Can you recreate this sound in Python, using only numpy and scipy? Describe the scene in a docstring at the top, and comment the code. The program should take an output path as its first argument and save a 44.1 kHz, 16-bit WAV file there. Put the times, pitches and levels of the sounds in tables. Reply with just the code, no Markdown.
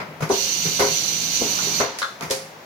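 """A fading knock over drive rumble comes first, then one cycle of a pneumatic cup-filling machine in a
hard-walled workshop. Cylinders hit their stops: decaying modes plus dense noise bursts. A latch clacks, valves
tick and spit. Exhaust air hisses for a second and a half: coloured noise with narrow peaks. The drive hums,
the cup carrier scrapes. The room adds a short tail to the bursts and the hiss; steady workshop noise
lies underneath."""
import sys
import numpy as np
from scipy import signal
from scipy.fft import rfft, irfft
from scipy.io import wavfile

SR = 44100
rng = np.random.default_rng(int(sys.argv[2]) if len(sys.argv) > 2 else 0)


def generate_wav(signal):
    """Clip the signal to [-1, 1] and save it as 16-bit WAV at the path in sys.argv[1]."""
    frames = np.transpose(np.atleast_2d(signal))
    scaled = np.clip(frames, -1, 1) * 32767
    pcm = np.round(scaled).astype(np.int16)
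    wavfile.write(sys.argv[1], SR, pcm)


N = 116865
T = np.arange(N) / SR   # s
HZ = np.maximum(np.fft.rfftfreq(N, 1 / SR), 1)

# All spectra and modes: relative dB. T60: time to fall 60 dB. Pan: left minus right, dB.
# Cylinder stops: (time [s], rise [s], bass thump [dB], dull thud [dB], frame ring [dB],
# panel rattle before its modal/dense trims [dB], steel clatter [dB], bright crack [dB])
KNOCKS = [(0.0, 0.0022, -42, -44, -50, -33, -28.5, -45.5), (0.205, 0.0014, -26, -41, -68, -32, -34, -36),
          (0.22, 0.0046, -21, -30, -36, -31, -26.5, -32.5),
          (0.297, 0.0046, -38, -24.5, -17.5, -21, -37, -44),
          (0.65, 0.0065, -24.5, -29.5, -40, -43, -33, -50), (0.79, .012, -33, -27, -21, -18.5, -23.5, -22),
          (0.825, 0.004, -36, -26, -28, -24, -35, -40), (1.41, 0.0064, -37, -21.5, -33, -31, -54, -55),
          (1.666, 0.0065, -46, -33, -38, -50, -38, -55), (1.798, 0.0066, -34, -27.5, -25.5, -20, -20, -34),
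          (2.208, .001, -47, -44, -53, -32, -30, -38), (2.222, 0.0023, -29.5, -36, -54, -35, -30.5, -32),
          (2.303, 0.0068, -60, -41, -26, -29, -38, -33)]
# Ringing modes of base, frame and panels: (frequency [Hz], level [dB], T60 [s])
THUMP_MODES = [(126, -11.5, 0.057), (157.9, -1.5, 0.14), (181.7, -11.5, 0.15)]
FRAME_MODES = [(258.3, -12, 0.21), (296, -15.5, 0.27), (385, -6.5, 0.3), (412, -0.5, 0.31),
               (534, -8.5, 0.36), (772, -25.5, 0.38), (2128, -16, 0.62), (2203, -33, 0.41)]
PANEL_MODES = [(488, -3.5, 0.3), (537.3, -0.5, 0.56), (621, -2, 0.24), (689, 0, 0.39), (722, -6, 0.28),
               (769, -3, 0.32), (930, 0, 0.27), (1000, -1, 0.18), (1047, 0, 0.29), (1152, -1, 0.24),
               (1487, -8.5, .3), (2130, -13, .35)]
# Dense knock spectra: (frequency [Hz], level per Hz [dB])
THUD_SPECTRUM = [(30, -29), (60, -16), (90, -10.5), (150, -5), (230, 0), (330, 0), (430, 1), (600, -9.5),
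                 (1100, -22), (3000, -51)]
PANEL_SPECTRUM = [(30, -42), (85, -4.5), (200, -13.5), (330, -7), (480, -0.5), (680, -1.5), (820, -3.5),
                  (980, 0.5), (1150, -7.5), (1600, -14), (4000, -62)]
CLATTER_SPECTRUM = [(200, -38), (800, -2), (1200, 1.5), (1520, 2.5), (1750, -4.5), (2150, 1), (2700, -12),
                    (5000, -16), (16000, -61)]
CRACK_SPECTRUM = [(700, -17), (2200, 3.5), (3800, -5), (6200, 3.5), (8000, -9), (11000, -6), (16000, -14)]
THUD_T60_S, PANEL_T60_S, CLATTER_T60_S, CRACK_T60_S = 0.24, 0.31, 0.17, 0.1
THUMP_EXTRA_RISE_S, KNOCK_PAN_DB, CRACK_PAN_DB = 0.0094, 3, -5

# Latch contacts: (time [s], level [dB])
CLACKS = [(1.589, -26.5), (2.018, -20.5), (2.027, -18), (2.044, -24.5)]
# Latch part modes: (frequency [Hz], level [dB], T60 [s])
LATCH_MODES = [(545, -6, 0.22), (1070, -3, 0.2), (1198, -1, 0.16), (1355, 0, 0.16), (1445, 4, 0.14),
               (1630, -3, 0.22), (2060, -13.5, 0.18), (3510, -13.5, 0.38), (4048, -17, 0.2)]
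# Latch dense spectrum: (frequency [Hz], level per Hz [dB])
LATCH_SPECTRUM = [(200, -34), (600, -16), (850, -12), (1300, 3.5), (1700, -1.5), (2600, -19), (3900, -3),
                  (5000, -15), (6300, -14), (8000, -37), (16000, -42)]
LATCH_T60_S, LATCH_PAN_DB, LATCH_RING_DB = 0.052, 2, -3.5

# Valve switching: (time [s], level [dB])
TICKS = [(1.987, -22.5), (2.209, -27), (2.309, -14)]
# Valve air spits: (time [s], rise [s], level [dB])
SPITS = [(0.289, 0.0042, -30.5), (0.791, 0.0089, -27), (1.986, 0.00084, -26), (2.298, .003, -32),
         (2.309, .003, -19.5)]
# Tick and spit spectrum: (frequency [Hz], level per Hz [dB])
SPIT_SPECTRUM = [(500, -25), (1800, 4), (3000, -1), (4800, 4.5), (6500, 3.5), (8500, -3.5), (11500, -3),
                 (14000, -19), (16000, -9)]
TICK_T60_S, SPIT_T60_S = 0.013, 0.12

# Exhaust jet spectrum: (frequency [Hz], level per Hz [dB])
HISS_SPECTRUM = [(880, -34), (1500, -19.5), (1870, -22), (2020, -15), (2740, -6), (3250, -7), (3730, -6),
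                 (4330, -4), (5220, -8.5), (6060, 1), (6960, -5), (7690, -14), (8490, -18.5), (9950, -16),
                 (11800, -26), (13000, -15), (14500, -14), (15400, -22), (16000, -39)]
# Narrow peaks in the hiss from reflections between steel panels: (frequency [Hz], width [Hz], boost [dB])
HISS_PEAKS = [(2810, 150, 2), (4160, 17, -0.5), (4300, 21, 7.5), (4340, 28, 11), (4440, 20, 7),
              (4598, 43, 10.5), (5000, 28, 1), (5458, 20, -2), (6050, 54, 7.5), (6200, 20, 5.5),
              (6330, 26, 2), (6770, 20, 2), (6988, 35, 5.5)]
# Jet pan: (frequency [Hz], left minus right [dB])
HISS_PAN = [(1500, 6), (2300, 3), (2950, -2), (3300, 16), (3750, -12.5), (4400, -3.5), (5000, -0.5),
            (5400, -7), (5950, -14), (6900, -16), (7700, -1), (8500, 1), (15000, -1.5)]
OPEN_S, CLOSE_S, OPENING_S, CLOSING_T60_S = 0.3, 1.8115, 0.019, 0.22
HISS_DB, FLUTTER_DB, HISS_SCATTER_T60_S, HISS_SCATTER_SHARE = -22, 0.68, 0.087, 0.97

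# Drive rumble spectrum: (frequency [Hz], level per Hz [dB])
RUMBLE_SPECTRUM = [(30, -33), (70, -18), (120, -1.5), (140, -9), (160, 0), (200, -1.5), (280, -3.5),
                   (390, -8.5), (520, -7.5), (900, -10.5), (1500, -14), (2500, -15), (6000, -48)]
# Drive rumble level: (time [s], level [dB])
RUMBLE_LEVEL = [(0, -39), (0.18, -42.5), (0.32, -39.5), (1.35, -39.5), (1.8, -35), (1.86, -60),
                (2.15, -53.5), (2.27, -39), (2.4, -49), (2.65, -53)]
HUM_HZ, HUM_WIDTH_HZ, HUM_DB = 157.6, 13.4, -6.5   # dB re rumble
# Cup carrier slide level: (time [s], level [dB])
SLIDE_LEVEL = [(1.38, -68), (1.48, -37), (1.78, -39), (1.95, -37), (2.02, -41.5), (2.2, -51)]
# Slide spectrum: (frequency [Hz], level per Hz [dB])
SLIDE_SPECTRUM = [(100, -19), (250, 0), (550, 2.5), (950, 9), (1400, 2), (2200, -1), (4200, -1.5),
                  (6500, -2), (9000, -22), (16000, -32)]

# Workshop noise spectrum: (frequency [Hz], level per Hz [dB])
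FLOOR_SPECTRUM = [(25, -32), (60, -17), (160, -6), (260, -7.5), (450, -0.5), (800, -1.5), (1300, -5.5),
                  (2100, -7), (3000, -15), (6000, -19), (8500, -29.5), (16000, -22.5)]
# Stereo likeness: (frequency [Hz], left-right correlation [-1..1])
LIKENESS = [(60, 0.91), (200, 0.96), (400, 0.84), (700, 0.53), (1200, 0), (2500, 0.12), (16000, 0)]
FLOOR_DB, CUTOFF_HZ, GRAIN_DB = -42.5, 15800, 1.5
ROOM_T60_S, ROOM_TREBLE_T60_S, ROOM_BUILD_S = 0.44, 0.42, 0.013


def knocks():
    """Cylinders hit their stops: the base thumps, the frame rings, panels and fittings rattle."""
    s, rise, thump, thud, frame, panel, clatter, crack = np.transpose(KNOCKS)
    body = ring(list(zip(s, rise + THUMP_EXTRA_RISE_S, thump)), THUMP_MODES, vary_db=0.5)
    body += ring(list(zip(s, rise, frame)), FRAME_MODES, vary_db=4.5)
    body += ring(list(zip(s, rise, panel - 2.5)), PANEL_MODES, vary_db=1.5)
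    body += bursts(zip(s, rise, thud), THUD_SPECTRUM, THUD_T60_S, room_db=-26)
    body += bursts(zip(s, rise, panel - 3.5), PANEL_SPECTRUM, PANEL_T60_S, room_db=-8)
    body += bursts(zip(s, rise, clatter), CLATTER_SPECTRUM, CLATTER_T60_S, room_db=-7)
    cracks = bursts(zip(s, rise, crack), CRACK_SPECTRUM, CRACK_T60_S, room_db=-5,
                    room_t60=ROOM_TREBLE_T60_S)
    return pan(KNOCK_PAN_DB) * body + pan(CRACK_PAN_DB) * cracks


def latch():
    """A small steel part snaps home and bounces: short noise bursts over its own modes."""
    rows = [(s, 0, db) for s, db in CLACKS]
    clack = bursts(rows, LATCH_SPECTRUM, LATCH_T60_S, room_db=-14)
    ringing = from_db(LATCH_RING_DB) * ring(rows, LATCH_MODES, vary_db=0.0)
    return pan(LATCH_PAN_DB) * (clack + ringing)


def valves():
    """The valves tick as they switch and let out short bright spits of air."""
    ticks = bursts([(s, 0, db) for s, db in TICKS], SPIT_SPECTRUM, TICK_T60_S, room_db=-23)
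    spits = bursts(SPITS, SPIT_SPECTRUM, SPIT_T60_S, room_db=-6.5, room_t60=ROOM_TREBLE_T60_S)
    return pan(-2.5) * (ticks + spits)


def exhaust():
    """A jet coloured by narrow peaks and scattered by the panels; once shut, a duller tail lingers."""
    peaks_db = sum(db * peak(hz, width) for hz, width, db in HISS_PEAKS)
    colour = from_db(over_hz(HISS_SPECTRUM) + peaks_db)
    colour = colour * scatter(HISS_SCATTER_T60_S, HISS_SCATTER_SHARE)
    flutter = from_db(FLUTTER_DB * noise(peak(0, 42) ** 2)[0])
    opening = 1 - np.exp(-np.maximum(T - OPEN_S, 0) / OPENING_S)
    closing = from_db(-60 * np.maximum(T - CLOSE_S, 0) / CLOSING_T60_S)
    jet = opening * closing * flutter * noise(colour * pan(over_hz(HISS_PAN)))
    dull_colour = colour * pan(-7) / (1 + (HZ / 6500) ** 4)
    tail = decay(CLOSE_S, 0.037, ROOM_T60_S) * noise(dull_colour)
    return from_db(HISS_DB) * (jet + from_db(-8) * tail)


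def drive():
    """The drive rumbles and hums unevenly: broadband noise plus a narrow noise band."""
    rumble = coloured(RUMBLE_SPECTRUM)
    hum = from_db(HUM_DB) * noise(peak(HUM_HZ, HUM_WIDTH_HZ))
    return pan(2.7) * level_over_time(RUMBLE_LEVEL) * (rumble + hum)


def carrier_slide():
    """The cup carrier scrapes along late in the stroke: friction as coloured noise."""
    return pan(1.0) * level_over_time(SLIDE_LEVEL) * coloured(SLIDE_SPECTRUM)


def workshop():
    """Steady background noise of the workshop."""
    return pan(1.5) * from_db(FLOOR_DB) * coloured(FLOOR_SPECTRUM)


def ring(rows, modes, vary_db):
    """Each (s, rise, dB) strikes every mode at random phase; LIKENESS sets the left-right phase lag."""
    out = np.zeros((2, N))
    total = np.sqrt(sum(from_db(mode[1]) ** 2 for mode in modes) / 2)
    spread = np.arccos(np.clip(over_hz(LIKENESS), -1, 1))
    for k, (hz, mode_db, t60) in enumerate(modes):
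        swing = 0
        for s, rise, db in rows:
            strike = from_db(db + mode_db + vary_db * rng.normal())
            phase = np.exp(2j * np.pi * rng.random())
            swing = swing + strike * phase * decay(s, rise, t60)
        lag = np.interp(hz, HZ, spread) * (-1) ** k * np.array([[.5], [-.5]])
        out += (swing * np.exp(2j * np.pi * hz * T) * np.exp(1j * lag)).real
    return out / total


def bursts(rows, colour, t60, room_db, room_t60=ROOM_T60_S):
    """Dense, grainy ringing set off at each (s, rise, dB), with the room's smooth tail; powers add."""
    rows = list(rows)
    grain = rms_one(from_db(GRAIN_DB * noise(peak(0, 520) ** 2)[0]))
    direct = sum((from_db(db) * decay(s, rise, t60)) ** 2 for s, rise, db in rows)
    room = sum((from_db(db + room_db) * decay(s, rise + ROOM_BUILD_S, room_t60)) ** 2
               for s, rise, db in rows)
    ripple = np.where(HZ > 1000, scatter(t60=0.15, share=0.68), 1)
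    return np.sqrt(direct * grain ** 2 + room) * noise(from_db(over_hz(colour)) * ripple)


def scatter(t60, share):
    """Fine peaks and dips from quick reflections between steel panels, different on each side."""
    reflections = rng.standard_normal((2, N)) * decay(0, 0, t60)
    ripple = rms_one(np.abs(rfft(reflections)))
    share = np.clip(share, 0, 1)
    return np.sqrt(1 - share + share * ripple ** 2)


def noise(gain):
    """Unit-power stereo noise of a given colour, alike in the bass and diffuse in the treble."""
    mid, side = rfft(rng.standard_normal((2, N)))
    alike = np.clip(over_hz(LIKENESS), -1, 1)
    stereo = np.sqrt(1 + alike) * mid + np.sqrt(1 - alike) * side * [[1], [-1]]
    return rms_one(irfft(gain * stereo, N))


def coloured(points):
    """Stereo noise following a spectrum table."""
    return noise(from_db(over_hz(points)))


def decay(start, rise, t60):
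    """Linear rise, at least 0.1 ms, then exponential fall."""
    rise = max(rise, 1e-4)
    attack = np.clip((T - start) / rise, 0, 1)
    return attack * from_db(-60 * np.maximum(T - start - rise, 0) / t60)


def peak(hz, width):
    """Peak curve: 1 at hz, one half at width / 2 to either side."""
    return 1 / (1 + (2 * (HZ - hz) / width) ** 2)


def pan(db):
    """Left and right gains for a level difference, at unit mean power."""
    gains = from_db(np.array([[.5], [-.5]]) * db)
    return gains / np.sqrt(np.mean(gains ** 2, axis=0))


def over_hz(points):
    """Read a table at every frequency, on a log axis."""
    hz, value = np.transpose(points)
    return np.interp(np.log(HZ), np.log(hz), value)


def level_over_time(points):
    """Gain at every sample, linear in dB between (s, dB) points."""
    return from_db(np.interp(T, *np.transpose(points)))


def from_db(db):
    """Decibels to gain."""
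    return 10 ** (np.asarray(db) / 20)


def rms_one(x):
    """Scale to unit power."""
    return x / np.sqrt(np.mean(x ** 2) + 1e-20)


def scene():
    """The machine over the steady noise of the workshop."""
    machine = knocks() + latch() + valves() + exhaust() + drive() + carrier_slide()
    return machine + workshop()


def record(dry):
    """Cut the top steeply: 12th-order Chebyshev low-pass, 0.3 dB ripple."""
    low_pass = signal.cheby1(12, .3, CUTOFF_HZ, fs=SR, output="sos")
    return signal.sosfilt(low_pass, dry)


dry = scene()
out = record(dry)
generate_wav(out)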